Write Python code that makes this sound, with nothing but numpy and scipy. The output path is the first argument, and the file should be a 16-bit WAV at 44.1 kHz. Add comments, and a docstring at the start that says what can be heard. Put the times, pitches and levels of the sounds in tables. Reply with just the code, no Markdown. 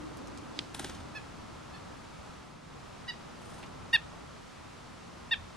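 """Far traffic, a soft hiss and a faint hum lie over an open lawn, while one distant vehicle drones away. Close
by, a nuthatch ticks over the seeds of a stump feeder; its feet scuff, and there is one sharp snap. It leaves on
whirring wings whose draft rumbles low, and two calls come from afar, each a harmonic series shaped by throat
and beak. It calls again, flutters back, lands and gives two louder nasal calls, the last followed by a brief
gust."""
import sys
import numpy as np
from scipy import signal
from scipy.fft import rfft, irfft, next_fast_len
from scipy.io import wavfile
from scipy.ndimage import uniform_filter1d

SR = 44100
rng = np.random.default_rng(int(sys.argv[2]) if len(sys.argv) > 2 else 0)


def materialize(psi):
    """Save the field psi as 16-bit PCM at rate SR to the path in sys.argv[1].

    A 1-D psi becomes a single channel; in a 2-D psi each row is a channel.
    """
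    bounded = np.clip(np.atleast_2d(psi).T, -1, 1)
    quanta = np.round(bounded * 32767).astype(np.int16)
    wavfile.write(sys.argv[1], SR, quanta)


N = 245195
TIME = np.arange(N) / SR


def undb(db):
    """Amplitude ratio of a level in decibels."""
    return 10 ** (np.asarray(db) / 20)


def unit(x):
    """Normalisation to rms 1."""
    return x / np.sqrt(np.mean(x ** 2) + 1e-30)


def gain_at(hz, points):
    """Gain of a (frequency_hz, level_db) curve on a log axis, falling 12 dB an octave past its end."""
    knots_hz, db = np.transpose(points)
    rolloff = np.maximum(hz / knots_hz[-1], 1) ** 2
    return undb(np.interp(np.log(hz + 1e-9), np.log(knots_hz), db)) / rolloff


def colour(x, points):
    """Zero-phase filtering: the spectrum is multiplied by a gain curve."""
    size = next_fast_len(len(x))
    return irfft(rfft(x, size) * gain_at(np.fft.rfftfreq(size, 1 / SR), points), size)[:len(x)]


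def noise(points):
    """Filtered white noise of rms 1."""
    return unit(colour(rng.standard_normal(N), points))


def pan(x, db):
    """Direction by level difference, left minus right."""
    return x * undb(np.array([[db], [-db]]) / 2)


def near(points, side_db):
    """Coherence: noise from a small, close source is mostly alike in both ears."""
    return noise(points) + undb(side_db) * noise(points) * np.array([[1], [-1]])


def diffuse(points):
    """A diffuse field: noise from all around is alike in the bass, wide in the low middle."""
    # side against mid: frequency_hz, gain_db
    width = [(25, -15), (60, -19), (120, -3.5), (250, 1), (400, 4.5), (700, 0), (1250, -5.5), (2400, -5),
             (4400, -6.5), (8000, -3.5), (15000, -1)]
    return noise(points) + colour(noise(points), width) * np.array([[1], [-1]])


def wander(rate_hz):
    """Slow random modulation of rms 1."""
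    hold = int(SR / rate_hz)
    return unit(uniform_filter1d(np.repeat(rng.standard_normal(N // hold + 1), hold), hold)[:N])


def bump(centre_s, width_s):
    """A Gaussian envelope of height 1."""
    return np.exp(-((TIME - centre_s) / width_s) ** 2)


def add(out, start_s, x):
    """Superposition of a sound from start_s on."""
    i = max(int(start_s * SR), 0)
    out[..., i:i + x.shape[-1]] += x[..., :N - i]


def traffic_and_air(roar_fall_db_per_s=.51, hiss_fall_db_per_s=.1748):
    """Far sources merge into diffuse noise: roar and hiss ease off, dip together, and the roar swells."""
    # far traffic: frequency_hz, level_db
    roar_spectrum = [(20, -7), (35, -5), (65, 3.5), (120, 2), (240, -1.5), (380, -7), (550, -7.5),
                     (950, -6), (1320, -6), (1480, -14), (2200, -29), (5000, -47)]
    # hiss of the air: frequency_hz, level_db
    hiss_spectrum = [(300, -11), (1500, 2.5), (3000, -2), (5000, -5.5), (7000, -9.5), (9000, -14),
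                     (11000, -20), (13000, -26), (16000, -28)]
    lull_db, swell_db = -3.5 * bump(2.587, .15), 2.2 * bump(3.74, .43)
    roar_db = -49 - roar_fall_db_per_s * TIME + lull_db + swell_db + .5 * wander(8.1)
    hiss_db = -55.5 - hiss_fall_db_per_s * TIME + lull_db
    return undb(roar_db) * diffuse(roar_spectrum) + undb(hiss_db) * diffuse(hiss_spectrum)


def vehicle(start_db=-50, fall_db_per_s=9.5):
    """Narrow-band noise decays exponentially as one distant vehicle drones away."""
    # the drone: frequency_hz, level_db
    drone_spectrum = [(100, -25), (200, -18), (235, -2.5), (265, -1), (305, 4.5), (330, -2), (375, -13),
                      (550, -9.5), (1100, -39)]
    return undb(start_db - fall_db_per_s * TIME) * diffuse(drone_spectrum)


def machinery(drift=.01245, waver_db=3):
    """Tones of far machinery are modulated in level and pitch on their way over the lawn."""
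    # the hum: pitch_hz, level_db
    tones = [(60, -70), (146, -64), (173, -65), (233, -65)]
    out = np.zeros(N)
    for hz, db in tones:
        amplitude = undb(db + waver_db * wander(5.5))
        pitch_hz = hz * (1 + drift * wander(12))
        out += amplitude * np.sin(2 * np.pi * np.cumsum(pitch_hz) / SR)
    return out


def scratch(hz, q=1.1, side_db=-8):
    """Friction noise of a claw on wood, passed twice through one broad resonance."""
    resonance = signal.iirpeak(hz, q, fs=SR)
    once = signal.lfilter(*resonance, rng.standard_normal((2, N)))
    mid, side = unit(signal.lfilter(*resonance, once))
    return mid + undb(side_db) * side * np.array([[1], [-1]])


def claws(decay_cycles=20, hind_lag_s=.009, hind_db=-6):
    """Damped impacts: in each step the front claws strike, then the hind claw more softly."""
    # steps on wood and seed husks: start_s, level_db, resonance_hz
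    steps = [(.172, -50, 8600), (.2725, -50, 6000), (.3747, -47, 5500), (3.628, -46, 2400),
             (3.662, -55, 4500)]
    out, t = np.zeros((2, N)), np.arange(SR // 20) / SR
    for start_s, db, hz in steps:
        contact = np.zeros(N)
        tick = undb(db) * np.exp(-t * hz / decay_cycles)
        add(contact, start_s, tick)
        add(contact, start_s + hind_lag_s, tick * undb(hind_db))
        out += contact * scratch(hz)
    return out


def scuff():
    """Sliding friction: the feet scrape softly as the bird leans over the rim."""
    return undb(-57) * bump(.605, .063) * scratch(hz=3900)


def snap(start_s=.5904, first_hz=4900, last_hz=1900, crack_hz=3900):
    """A damped transient at the stump's rim: a hard crack, then a gritty ring that falls in pitch."""
    # grit in the ring: frequency_hz, level_db
    grit_spectrum = [(300, -1.5), (1000, -5), (2000, -6), (3200, 6), (4000, -4), (4900, 4), (6000, -18),
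                     (8400, -10), (9500, -39)]
    rise_s, crack_decay_s, ring_decay_s, glide_s = .0002, .0004, .0025, .0035
    out, t = np.zeros((2, N)), np.arange(SR // 20) / SR
    hz = last_hz + (first_hz - last_hz) * np.exp(-t / glide_s)
    grit = near(grit_spectrum, side_db=-5)[:, :len(t)]
    ring = (np.sin(2 * np.pi * np.cumsum(hz) / SR) + grit) * np.exp(-t / ring_decay_s)
    crack = np.sin(2 * np.pi * crack_hz * t) * np.exp(-t / crack_decay_s)
    attack = 1 - np.exp(-t / rise_s)
    add(out, start_s, (undb(-26) * ring + undb(-8.5) * crack) * attack)
    return pan(out, db=-1.5)


def flight(first_s, period_s, slowing_s, nearest_s, passing_s, db, slap_s, hiss_db, thump_db, count):
    """Distance and directivity on a straight path: far wingbeats are weak and blurred, tail-on ones dull."""
    loss_db_per_doubling, blur_power = 14.5, .85
    beat = np.arange(count)
    time_s = first_s + period_s * beat + slowing_s * beat * (beat - 1) / 2
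    along = (time_s - nearest_s) / passing_s  # in units of the least distance
    distance = np.hypot(1, along)
    tail_on = along / distance
    level_db = db - loss_db_per_doubling * np.log2(distance)
    width_s = slap_s * distance ** blur_power
    return np.transpose([time_s, level_db, width_s, hiss_db - 6.5 * tail_on, thump_db + 6 * tail_on])


def wings(rustle_db=-15, rustle_s=.074, thump_lag_s=.004, thump_s=.007):
    """Each stroke slaps the feathers, leaves a rustle and puffs out air; incoherent noises add in power."""
    # slap and rustle of feathers: frequency_hz, level_db
    feather_spectrum = [(200, -22), (450, -14), (750, 6.5), (1150, -6), (1600, 2.5), (2300, -3.5),
                        (3400, 1), (4600, -5.5), (6500, -5.5), (12000, -41)]
    # hiss of feathers: frequency_hz, level_db
    hiss_spectrum = [(2500, -25), (5000, -7), (8500, 11.5), (11000, 4), (14000, -6), (16000, -18)]
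    # puff of air under a wing: frequency_hz, level_db
    thump_spectrum = [(30, -10), (100, -5), (300, 3), (480, -9), (780, -8), (1100, -20)]
    take_off = flight(first_s=.7475, period_s=.0485, slowing_s=.0015, nearest_s=.808, passing_s=.078,
                      db=-30.5, slap_s=.0015, hiss_db=-5, thump_db=-5, count=6)
    landing = flight(first_s=3.419, period_s=.042, slowing_s=0, nearest_s=3.62, passing_s=.2,
                     db=-55, slap_s=.012, hiss_db=-3.5, thump_db=-1, count=5)
    feather_power, hiss_power, thump_power = np.zeros((3, N))
    for time_s, db, width_s, hiss_db, thump_db in [*take_off, *landing]:
        t = TIME - time_s
        slap = np.exp(-np.abs(t) / np.where(t < 0, width_s, 2 * width_s))
        rustle = undb(rustle_db) * np.exp(-np.abs(t) / np.where(t < 0, 2 * width_s, rustle_s))
        power = undb(db) ** 2 * (slap ** 2 + rustle ** 2)
        feather_power += power
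        hiss_power += power * undb(hiss_db) ** 2
        thump_power += undb(db + thump_db) ** 2 * np.exp(-((t - thump_lag_s) / thump_s) ** 2)
    return (undb(-1) * np.sqrt(feather_power) * near(feather_spectrum, side_db=-19)
            + undb(-4) * np.sqrt(hiss_power) * near(hiss_spectrum, side_db=-4)
            + undb(-4) * np.sqrt(thump_power) * near(thump_spectrum, side_db=-21))


def ports(pair, shade_db):
    """Path difference and shadowing: the left microphone port gets the bird sooner and with more treble."""
    hz = np.fft.rfftfreq(N, 1 / SR)
    phase_lead = 1.1 * np.tanh(hz / 4500)
    left = np.exp(.5j * phase_lead) * gain_at(hz, [(3500, 0), (9000, shade_db / 2), (SR, shade_db / 2)])
    return irfft(rfft(pair) * np.array([left, 1 / left]), N)


def air_rumbles():
    """Brief low rumbles: the draft of the wings just after take-off, and later a gust of wind brushing the
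    microphone."""
    # gusts: centre_s, level_db, width_s
    gusts = [(.92, -50.5, 0.16), (5.42, -50, 0.048)]
    # wind rumble: frequency_hz, level_db
    gust_spectrum = [(15, -12), (45, 6), (100, 12), (160, -22), (400, -45)]
    envelope = sum(undb(db) * bump(centre_s, width_s) for centre_s, db, width_s in gusts)
    return envelope * near(gust_spectrum, side_db=-10)


def pitch_arch(progress, sag, crest=.36, rise=.067):
    """Frequency modulation as a fraction of the top pitch: a quick lift, a rounded crest, then a sag."""
    opening = rise * (1 - progress / crest) ** 2
    closing = sag * ((progress - crest) / (1 - crest)) ** 2
    return 1 - np.where(progress < crest, opening, closing)


def nasal_tone(progress, pitch_hz, notch_hz, notch_db, beak_hz, beak_db, overtones_db):
    """Source and filter: 15 harmonics slide through the throat's resonances as progress runs 0 to 1."""
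    # response of throat and beak: frequency_hz, gain_db
    throat = [(500, -47), (930, -20), (1400, -6.5), (1800, 1.5), (2700, -3), (3000, -1), (3650, -3),
              (4700, -14), (5600, -19.5), (6700, -42.5), (8200, -40.5), (9800, -35.5), (11800, -37),
              (13200, -64)]
    notch_width_hz, beak_width_hz, dulling_db = 400, 420, 9
    waver = .003 * unit(uniform_filter1d(rng.standard_normal(len(progress)), size=60))
    partial_hz = np.arange(1, 16)[:, None] * pitch_hz * (1 + waver)
    # each call cuts one band and lifts another by its own amount; a negative amount works the other way
    dip_db = -notch_db * np.exp(-((partial_hz - notch_hz) / notch_width_hz) ** 2)
    lift_db = beak_db * np.exp(-((partial_hz - beak_hz) / beak_width_hz) ** 2)
    treble_db = (overtones_db - dulling_db * (progress - .5)) * (partial_hz > 5000)
    rasp = 1 + .049 * unit(uniform_filter1d(rng.standard_normal(partial_hz.shape), size=30))
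    amplitude = gain_at(partial_hz, throat) * undb(dip_db + lift_db + treble_db) * rasp
    phase = 2 * np.pi * np.cumsum(partial_hz, axis=1) / SR
    return -np.sum(amplitude * np.cos(phase), axis=0)


def calls(near_db=-20, echo_db=-17.5, echo_growth=.53, swell_power=.71):
    """Each call swells and fades in one arch of pitch; the ratio of echo to direct sound grows with range."""
    # calls: start_s, length_s, top_pitch_hz, sag_fraction, level_db, notch_hz, notch_depth_db,
    # beak_hz, beak_db, overtones_db, left_minus_right_db
    notes = [(1.147, 0.043, 870, 0.09, -41.5, 3620, 12, 2600, 2, 4, -5),
             (1.73, 0.035, 882, .08, -53, 3400, 4, 4450, 7, 3, -1.5),
             (3.078, 0.037, 982, 0.1, -37, 4060, -3, 5020, 13.5, 1, -2),
             (3.929, .039, 940.7, 0.16, -19.5, 4150, 2, 5500, -9.5, 2, -.3),
             (5.31, 0.037, 924, 0.2, -26.5, 4270, 11, 3530, 5.5, -8, -.6)]
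    direct, to_garden = np.zeros((2, N)), np.zeros(N)
    for start_s, length_s, top_hz, sag, db, *timbre, pan_db in notes:
        progress = np.linspace(0, 1, int(length_s * SR))
        tone = nasal_tone(progress, top_hz * pitch_arch(progress, sag), *timbre)
        note = undb(db) * np.abs(np.sin(np.pi * progress)) ** swell_power * tone
        add(direct, start_s, pan(note, pan_db))
        add(to_garden, start_s, note * undb(echo_db + echo_growth * (near_db - db)))
    return ports(direct, shade_db=7) + garden_echo(to_garden)


def garden_echo(x, early_s=.028, early_t60_s=.18, late_t60_s=.51, bounce_s=.035, bounce_db=-9.5):
    """Reflection: scatter from things close by, one clear bounce and a faint tail from the trees."""
    t = np.arange(SR // 2) / SR
    early = undb(-60 * t / early_t60_s) / (1 + np.exp(np.minimum((t - early_s) / .0037, 50)))
    late = undb(-13 - 60 * t / late_t60_s)
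    envelope = (early + late) * (t > .004)
    response = rng.standard_normal((2, len(t))) * envelope / np.sqrt(np.sum(envelope ** 2))
    response[:, int(bounce_s * SR)] += undb(bounce_db)
    return signal.fftconvolve(x[None], response, axes=1)[:, :N]


def scene():
    """Superposition of the bird and the lawn around it."""
    bird = calls() + claws() + scuff() + snap() + ports(wings(), shade_db=4)
    return bird + traffic_and_air() + vehicle() + air_rumbles() + machinery()


def record(dry, cutoff_hz=15700):
    """Band limiting: the microphone softens the highest treble, and a steep low-pass cuts the top."""
    # microphone response: frequency_hz, gain_db
    response = [(11000, 0), (12500, -4), (14000, -14), (16000, -6)]
    softened = np.array([colour(channel, response) for channel in dry])
    return signal.sosfilt(signal.ellip(8, .2, 70, cutoff_hz, fs=SR, output="sos"), softened)


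dry = scene()
out = record(dry)
materialize(out)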